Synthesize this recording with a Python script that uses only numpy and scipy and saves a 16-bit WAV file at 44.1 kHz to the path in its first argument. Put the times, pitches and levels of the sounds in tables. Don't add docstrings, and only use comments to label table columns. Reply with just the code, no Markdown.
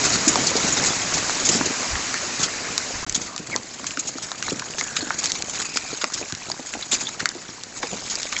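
import sys
import numpy as np
from scipy import signal
from scipy.io import wavfile
from scipy.ndimage import uniform_filter1d

SR = 44100
rng = np.random.default_rng(int(sys.argv[2]) if len(sys.argv) > 2 else 0)


def master_out(mix):
    frames = np.transpose(np.atleast_2d(mix))
    ceiling = np.clip(frames, -1, 1)
    pcm = np.round(ceiling * 32767).astype(np.int16)
    wavfile.write(sys.argv[1], SR, pcm)


N = 370440
TIME = np.arange(N) / SR
TOP_HZ = 7950

# start_s, loaded_s, crunch_db, cart_jolt_db
PONY_STEPS = [(0.0, 0.068, -28.5, -41), (0.29, 0.17, -32.5, -34.5), (0.54, 0.18, -27.5, -37),
              (0.76, 0.12, -25, -33.5), (1.11, 0.061, -29, -35), (1.44, 0.22, -44, -36),
              (2.39, 0.049, -27.5, -34), (3.15, 0.12, -34.5, -49.5), (3.46, 0.11, -37.5, -42.5),
              (3.78, 0.066, -37.5, -45), (4.031, 0.033, -40.5, -46), (4.441, 0.095, -37, -44),
              (4.76, 0.05, -44, -41), (4.97, 0.044, -35.5, -38.5), (5.19, 0.097, -32.5, -52),
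              (5.52, 0.089, -32.5, -46), (5.88, 0.03, -39.5, -44), (6.13, 0.095, -34.5, -45),
              (6.44, 0.072, -40, -41), (6.72, 0.031, -37, -43), (6.909, 0.043, -25.5, -47),
              (7.19, 0.038, -37.5, -42), (7.47, 0.052, -42.5, -59), (7.75, 0.034, -36, -63),
              (7.89, 0.044, -38, -38), (8.08, 0.18, -40, -59)]
def treading(column, lag_s=0, rise_s=0.013, release_s=0.025):
    power, t = np.zeros(N), TIME[:SR]
    for step in PONY_STEPS:
        start_s, loaded_s = step[:2]
        load = np.minimum(t / rise_s, 1) * np.exp(-np.maximum(t - loaded_s, 0) / release_s)
        add(power, start_s + lag_s, (amp(step[column]) * load) ** 2)
    return np.sqrt(power)


# frequency_hz, gain_db
GRIT_EQ = [(200, -15), (500, -14), (900, -9), (1500, -6.5), (2300, -6.5), (3000, -11.5), (3700, -7),
           (5000, -4.5), (5800, -6), (6800, 2), (7800, -7)]
# time_s, crunch_db, rumble_db
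TYRE_LEVELS = [(0, -28, -32.5), (0.6, -35.5, -36.5), (1.3, -30, -43.5), (2.1, -41, -47), (3.0, -49, -45.5),
               (3.7, -41, -49.5), (4.2, -39, -47.5), (5.3, -34.5, -44.5), (6.6, -40.5, -57),
               (7.05, -36.5, -46), (7.6, -46, -51), (8.0, -36, -48), (8.4, -32, -49)]
def crunch(trim_db=1.5, clump_db=3.0, wash_db=-3, pebble_db=-7.5):
    clumps = amp(clump_db * unit(uniform_filter1d(rng.standard_normal(N), size=600)))
    grit = unit(grains(N, per_s=900, spread_db=-1)) + amp(wash_db) * rng.standard_normal(N)
    grit = patchy(grit * clumps, depth_db=3.5, frames=8, bins=3)
    grit = unit(colour(grit, lambda hz: spectrum(GRIT_EQ, hz) + high_cut(hz)))
    t, pebbles = TIME[:SR // 50], np.zeros(N)
    for pitch_hz in np.geomspace(600, 7400, num=24):
        tick = np.sin(2 * np.pi * pitch_hz * t) * np.exp(-t / 0.0015)
        hits = grains(N, per_s=0.17 * np.sqrt(pitch_hz), spread_db=3.5)
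        pebbles += signal.oaconvolve(hits, unit(tick))[:N]
    pressure = np.hypot(amp(curve(TYRE_LEVELS, column=1)), treading(column=2))
    return amp(trim_db) * pressure * (grit + amp(pebble_db) * unit(pebbles))


# start_s, length_s, level_db, centre_hz
HOOF_SCUFFS = [(0.035, 0.043, -20.5, 5550), (0.128, 0.042, -22, 6380), (0.276, 0.012, -12.5, 7100),
               (0.464, 0.014, -16.5, 7200), (0.563, 0.0093, -18.5, 5800), (0.858, 0.02, -20.5, 6560),
               (1.137, 0.013, -20.5, 4270), (1.447, 0.038, -19.5, 6700), (1.485, 0.014, -14, 6290),
               (1.511, 0.083, -23.5, 6500), (1.654, 0.017, -21.5, 5280), (2.392, 0.034, -28, 5300),
               (2.427, 0.022, -18.5, 4900), (3.145, 0.012, -16.5, 6450), (3.212, 0.0078, -26.5, 6600),
               (3.864, 0.0085, -22, 5620), (3.991, 0.012, -21, 5900), (4.07, 0.028, -26.5, 6620),
               (4.22, 0.033, -30.5, 6700), (4.494, 0.012, -26.5, 4420), (4.781, 0.03, -26, 4150),
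               (4.963, 0.0065, -18, 2700), (5.183, 0.02, -23.5, 4940), (5.294, 0.01, -25.5, 3260),
               (5.757, 0.027, -25, 6170), (6.011, 0.01, -22.5, 2400), (6.133, 0.016, -23.5, 6560),
               (6.913, 0.026, -19.5, 5760), (6.931, 0.029, -24.5, 5770), (7.004, 0.016, -25.5, 3580),
               (7.193, 0.02, -27.5, 2270), (7.825, 0.0096, -27.5, 1920), (8.096, 0.028, -26, 5180)]
def scuffs(octaves=1.13, wetness=0.78, rise_s=0.0044, tail_s=0.0086):
    out, t = np.zeros(N), TIME[:SR // 8]
    for start_s, length_s, level_db, centre_hz in HOOF_SCUFFS:
        push = np.minimum(t / rise_s, 1) * np.exp(-np.maximum(t - 0.7 * length_s, 0) / tail_s)
        grit = unit(grains(len(t), per_s=2200, spread_db=-2.5))
        splash = wetness * rng.standard_normal(len(t))
        shower = colour((grit + splash) * push,
                        lambda hz: spectrum(GRIT_EQ, hz) + hump(hz, centre_hz, octaves)
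                        + chance_modes(hz, depth_db=7.1) + high_cut(hz))
        add(out, start_s, amp(level_db) * lasting(shower, length_s))
    return out


# start_s, knock_db, knock_hz, snap_db
STONE_HITS = [(0.357, -15.5, 810, -18.5), (1.296, -20, 1010, -27), (1.612, -19, 1190, -43),
              (1.955, -22, 1510, -36), (2.142, -24.5, 1450, -24.5), (2.779, -24.5, 1620, -14.5),
              (3.096, -32, 2030, -18.5), (3.125, -40, 1500, -26), (3.363, -34.5, 1270, -26.5),
              (3.379, -32.5, 2100, -28), (3.554, -28.5, 950, -50), (3.562, -24.5, 1150, -17.5),
              (3.843, -29.5, 1120, -32), (3.908, -28.5, 2300, -32), (3.973, -23, 1750, -30),
              (4.184, -31, 1070, -31), (4.317, -27.5, 935, -25.3), (4.426, -24.5, 1850, -23.5),
              (4.482, -24, 1440, -35), (4.596, -29, 2090, -26), (4.621, -26.5, 1190, -39),
              (4.784, -30, 1550, -30), (4.811, -21, 1310, -25), (4.968, -19.5, 2300, -38),
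              (5.106, -17, 1210, -45), (5.242, -33, 2220, -19.5), (5.258, -27, 1820, -18),
              (5.319, -33, 1990, -17.5), (5.423, -29, 1890, -22), (5.772, -19.5, 1940, -18),
              (6.042, -18, 1380, -21.5), (6.324, -30.5, 1510, -25), (6.35, -35, 2070, -28.5),
              (6.5, -27, 840, -29.5), (6.738, -25, 2020, -28), (7.204, -26, 1570, -28),
              (7.257, -15, 1530, -17), (7.29, -54, 1420, -22), (7.636, -41, 1500, -28.5),
              (7.83, -22.5, 1260, -43), (8.155, -47, 1500, -21.5), (8.231, -28, 2670, -22.5),
              (8.326, -24.5, 1850, -27.5), (8.366, -23.5, 2610, -28)]
def stones(snap_hz=5440):
    out, span_s = np.zeros(N), 0.005
    for start_s, knock_db, knock_hz, snap_db in STONE_HITS:
        knock = blow(knock_hz, octaves=0.75, chatter=0.88, chatter_s=0.0025, scatter=0.41, tail_s=0.022)
        snap = blow(snap_hz, octaves=0.56, chatter=0.58, chatter_s=0.0022, scatter=0.15, tail_s=0.011)
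        add(out, start_s, amp(knock_db) * lasting(knock, span_s) + amp(snap_db) * lasting(snap, span_s))
    return out


# start_s, level_db, centre_hz
GROUND_THUDS = [(0.273, -19.5, 280), (0.384, -28, 257), (0.554, -22, 344), (0.639, -23, 273),
                (1.493, -26, 232), (1.548, -22.5, 270), (1.609, -24, 393), (1.661, -29, 282),
                (1.703, -28.5, 292), (2.396, -32, 210), (3.176, -32.5, 206), (3.397, -33.5, 218),
                (3.552, -31, 350), (3.975, -33.5, 340), (4.154, -33, 283), (4.52, -27.5, 340),
                (4.529, -30.5, 184), (4.559, -34, 307), (5.027, -30.5, 425), (5.07, -36, 367),
                (5.759, -34, 367), (5.93, -32.5, 273), (6.038, -29.5, 423), (6.213, -34, 476),
                (6.327, -32.5, 140), (6.595, -33.5, 285), (6.752, -31.5, 440), (6.928, -32.5, 274),
                (7.353, -34.5, 378), (7.836, -28, 497), (7.937, -34, 320)]
def thuds(hollow_hz=275, hollow_db=6):
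    out = np.zeros(N)
    for start_s, level_db, centre_hz in GROUND_THUDS:
        push = blow(centre_hz, octaves=1.0, chatter=1.0, chatter_s=0.0082, scatter=0.53, tail_s=0.024)
        thud = colour(push, lambda hz: hollow_db * amp(hump(hz, hollow_hz, octaves=0.33)))
        add(out, start_s, amp(level_db) * lasting(thud, seconds=0.02))
    return out


# frequency_hz, gain_db
CART_EQ = [(20, -23), (60, -10), (120, -0.5), (200, -0.5), (280, 1), (480, -5), (750, -7.5), (1300, -27),
           (3000, -44)]
def rumble(trim_db=2.5, jolt_db=-1, shaft_lag_s=0.012):
    jolts = amp(jolt_db) * unit(grains(N, per_s=160, spread_db=4.5)) + rng.standard_normal(N)
    body = unit(colour(jolts, lambda hz: spectrum(CART_EQ, hz)))
    shaking = np.hypot(amp(curve(TYRE_LEVELS, column=2)), treading(column=3, lag_s=shaft_lag_s))
    return amp(trim_db) * shaking * body


# start_s, pitch_hz, t60_s, strike_db
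HARNESS_CLINKS = [(0.287, 6960, 0.1, -11.5), (0.725, 6850, 0.11, -12), (0.9, 3430, 0.13, -24),
                  (4.488, 4000, 0.029, -18.5), (5.008, 4300, .09, -22), (6.517, 4890, 0.014, -11.5),
                  (6.825, 3960, 0.036, -20.5), (6.827, 3470, .07, -28), (7.052, 3400, .15, -33),
                  (7.07, 3580, 0.041, -17), (8.365, 2270, 0.035, -17)]
def clinks(rattle_rad=0.71):
    out, t = np.zeros(N), TIME[:SR // 5]
    for start_s, pitch_hz, t60_s, strike_db in HARNESS_CLINKS:
        rattle = rattle_rad * unit(uniform_filter1d(rng.standard_normal(len(t)), size=90))
        ring = np.sin(2 * np.pi * pitch_hz * t + rattle) * np.exp(-np.log(1000) * t / t60_s)
        add(out, start_s, amp(strike_db) * ring)
    return out


# start_s, length_s, from_hz, to_hz, level_db
CART_SQUEAKS = [(3.273, 0.098, 1173, 1063, -42.5), (3.513, 0.04, 2300, 2060, -29),
                (4.759, 0.48, 1683, 1547, -42), (5.577, .38, 2545, 2326, -44),
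                (5.706, 0.07, 2620, 2500, -44)]
def squeaks(waver_hz=120):
    out = np.zeros(N)
    for start_s, length_s, from_hz, to_hz, level_db in CART_SQUEAKS:
        n = int(length_s * SR)
        waver, grip = unit(uniform_filter1d(rng.standard_normal((2, n)), size=110))
        cycles = np.cumsum(np.linspace(from_hz, to_hz, n) + waver_hz * waver) / SR
        rub = np.sin(2 * np.pi * cycles) * (1 + 0.5 * grip)
        add(out, start_s, amp(level_db) * unit(rub * signal.windows.tukey(n, 0.5)))
    return out


# frequency_hz, gain_db
WATER_EQ = [(25, -18), (86, -10), (160, -8), (270, -3), (450, -7.5), (900, -5), (1630, -4.5), (2400, -5),
            (3400, -11.5), (4100, -6.5), (5600, -5), (7000, -3.5), (7900, -10)]
# time_s, level_db
STREAM_FADE = [(0, -24.5), (1, -26.5), (2, -27), (2.6, -29.5), (3.05, -30.5), (3.07, -36), (3.5, -42.5),
               (8.4, -43)]
def stream(spray_db=-8, bubble_db=-15):
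    rush = patchy(rng.standard_normal(N), depth_db=2, frames=10, bins=2)
    spray = amp(spray_db) * unit(grains(N, per_s=1500, spread_db=2.0))
    water = unit(colour(unit(rush) + spray, lambda hz: spectrum(WATER_EQ, hz) + high_cut(hz)))
    t, bubbles = TIME[:SR // 25], np.zeros(N)
    for pitch_hz in np.geomspace(450, 5500, num=24):
        ring = np.sin(2 * np.pi * pitch_hz * t * (1 + 4 * t)) * np.exp(-t * pitch_hz / 7)
        bubbles += signal.oaconvolve(grains(N, per_s=12, spread_db=7.5), unit(ring))[:N]
    return amp(curve(STREAM_FADE, column=1)) * (water + amp(bubble_db) * unit(bubbles))


# start_s, length_s, level_db
WIND_PUFFS = [(1.877, 0.13, -34.5), (2.86, 0.37, -45)]
def gusts(band_hz=(20, 80)):
    out = np.zeros(N)
    air = signal.sosfilt(signal.butter(2, band_hz, "band", fs=SR, output="sos"), rng.standard_normal(N))
    for start_s, length_s, level_db in WIND_PUFFS:
        puff = air[int(start_s * SR):][:int(length_s * SR)]
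        add(out, start_s, amp(level_db) * unit(puff * np.hanning(len(puff))))
    return out


def blow(centre_hz, octaves, chatter, chatter_s, scatter, tail_s):
    t = TIME[:SR // 8]
    force = signal.unit_impulse(len(t))
    for share, decay_s in ((chatter, chatter_s), (scatter, tail_s)):
        force += share * lasting(rng.standard_normal(len(t)) * np.exp(-t / decay_s), 1 / SR)
    return colour(force, lambda hz: 2 * hump(hz, centre_hz, octaves)
                  + chance_modes(hz, depth_db=6.5) + high_cut(hz))


def chance_modes(hz, depth_db):
    heights = rng.uniform(-1, 1, size=26)
    return depth_db * np.interp(np.sqrt(hz), np.linspace(0, np.sqrt(TOP_HZ), len(heights)), heights)


def grains(n, per_s, spread_db):
    size = amp(spread_db * np.minimum(rng.exponential(1, n), 4))
    return size * rng.choice([-1, 1], n) * (rng.random(n) < per_s / SR)


def patchy(x, depth_db, frames, bins):
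    cells = signal.stft(x, SR, nperseg=256)[2]
    patches = uniform_filter1d(rng.standard_normal(cells.shape), bins, axis=0)
    patches = uniform_filter1d(patches, frames, axis=1)
    return signal.istft(cells * amp(depth_db * unit(patches)), SR, nperseg=256)[1][:len(x)]


def colour(x, gain_db, size=2048):
    hz = abs(np.fft.fftfreq(size, 1 / SR))
    log_gain = np.log(amp(np.maximum(gain_db(hz), -90)))
    taps = np.fft.ifft(np.exp(np.conj(signal.hilbert(log_gain)))).real
    return signal.fftconvolve(x, taps[:size // 2])[:len(x)]


def spectrum(eq, hz):
    frequency_hz, gain_db = np.transpose(eq)
    return np.interp(np.log(hz + 1), np.log(frequency_hz), gain_db)


def hump(hz, centre_hz, octaves):
    return -10 * np.log10(1 + (np.log2((hz + 1) / centre_hz) / octaves) ** 4)


def high_cut(hz):
    return -np.clip((hz - TOP_HZ) / 25, 0, 60)


def curve(rows, column):
    rows = np.array(rows)
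    return np.interp(TIME, rows[:, 0], rows[:, column])


def amp(db):
    return 10 ** (np.asarray(db) / 20)


def unit(x):
    return x / np.sqrt(np.mean(x ** 2) + 1e-20)


def lasting(x, seconds):
    return x * np.sqrt(seconds * SR / (np.sum(x ** 2) + 1e-20))


def add(mix, start_s, sound):
    part = mix[max(round(start_s * SR), 0):][:len(sound)]
    part += sound[:len(part)]


def scene():
    mono = stream() + crunch() + rumble() + scuffs() + stones() + thuds() + clinks() + squeaks() + gusts()
    return np.array([mono, mono])


# start_s, end_s
DROPOUT = (3.048, 3.065)
def record(dry):
    gate = (TIME < DROPOUT[0]) | (TIME > DROPOUT[1])
    clipped = np.clip(dry * gate, -1, 1)
    low_pass = signal.firwin(301, TOP_HZ, window=("kaiser", 7), fs=SR)
    return signal.oaconvolve(clipped, low_pass[None], "same", axes=1)


dry = scene()
out = record(dry)
master_out(out)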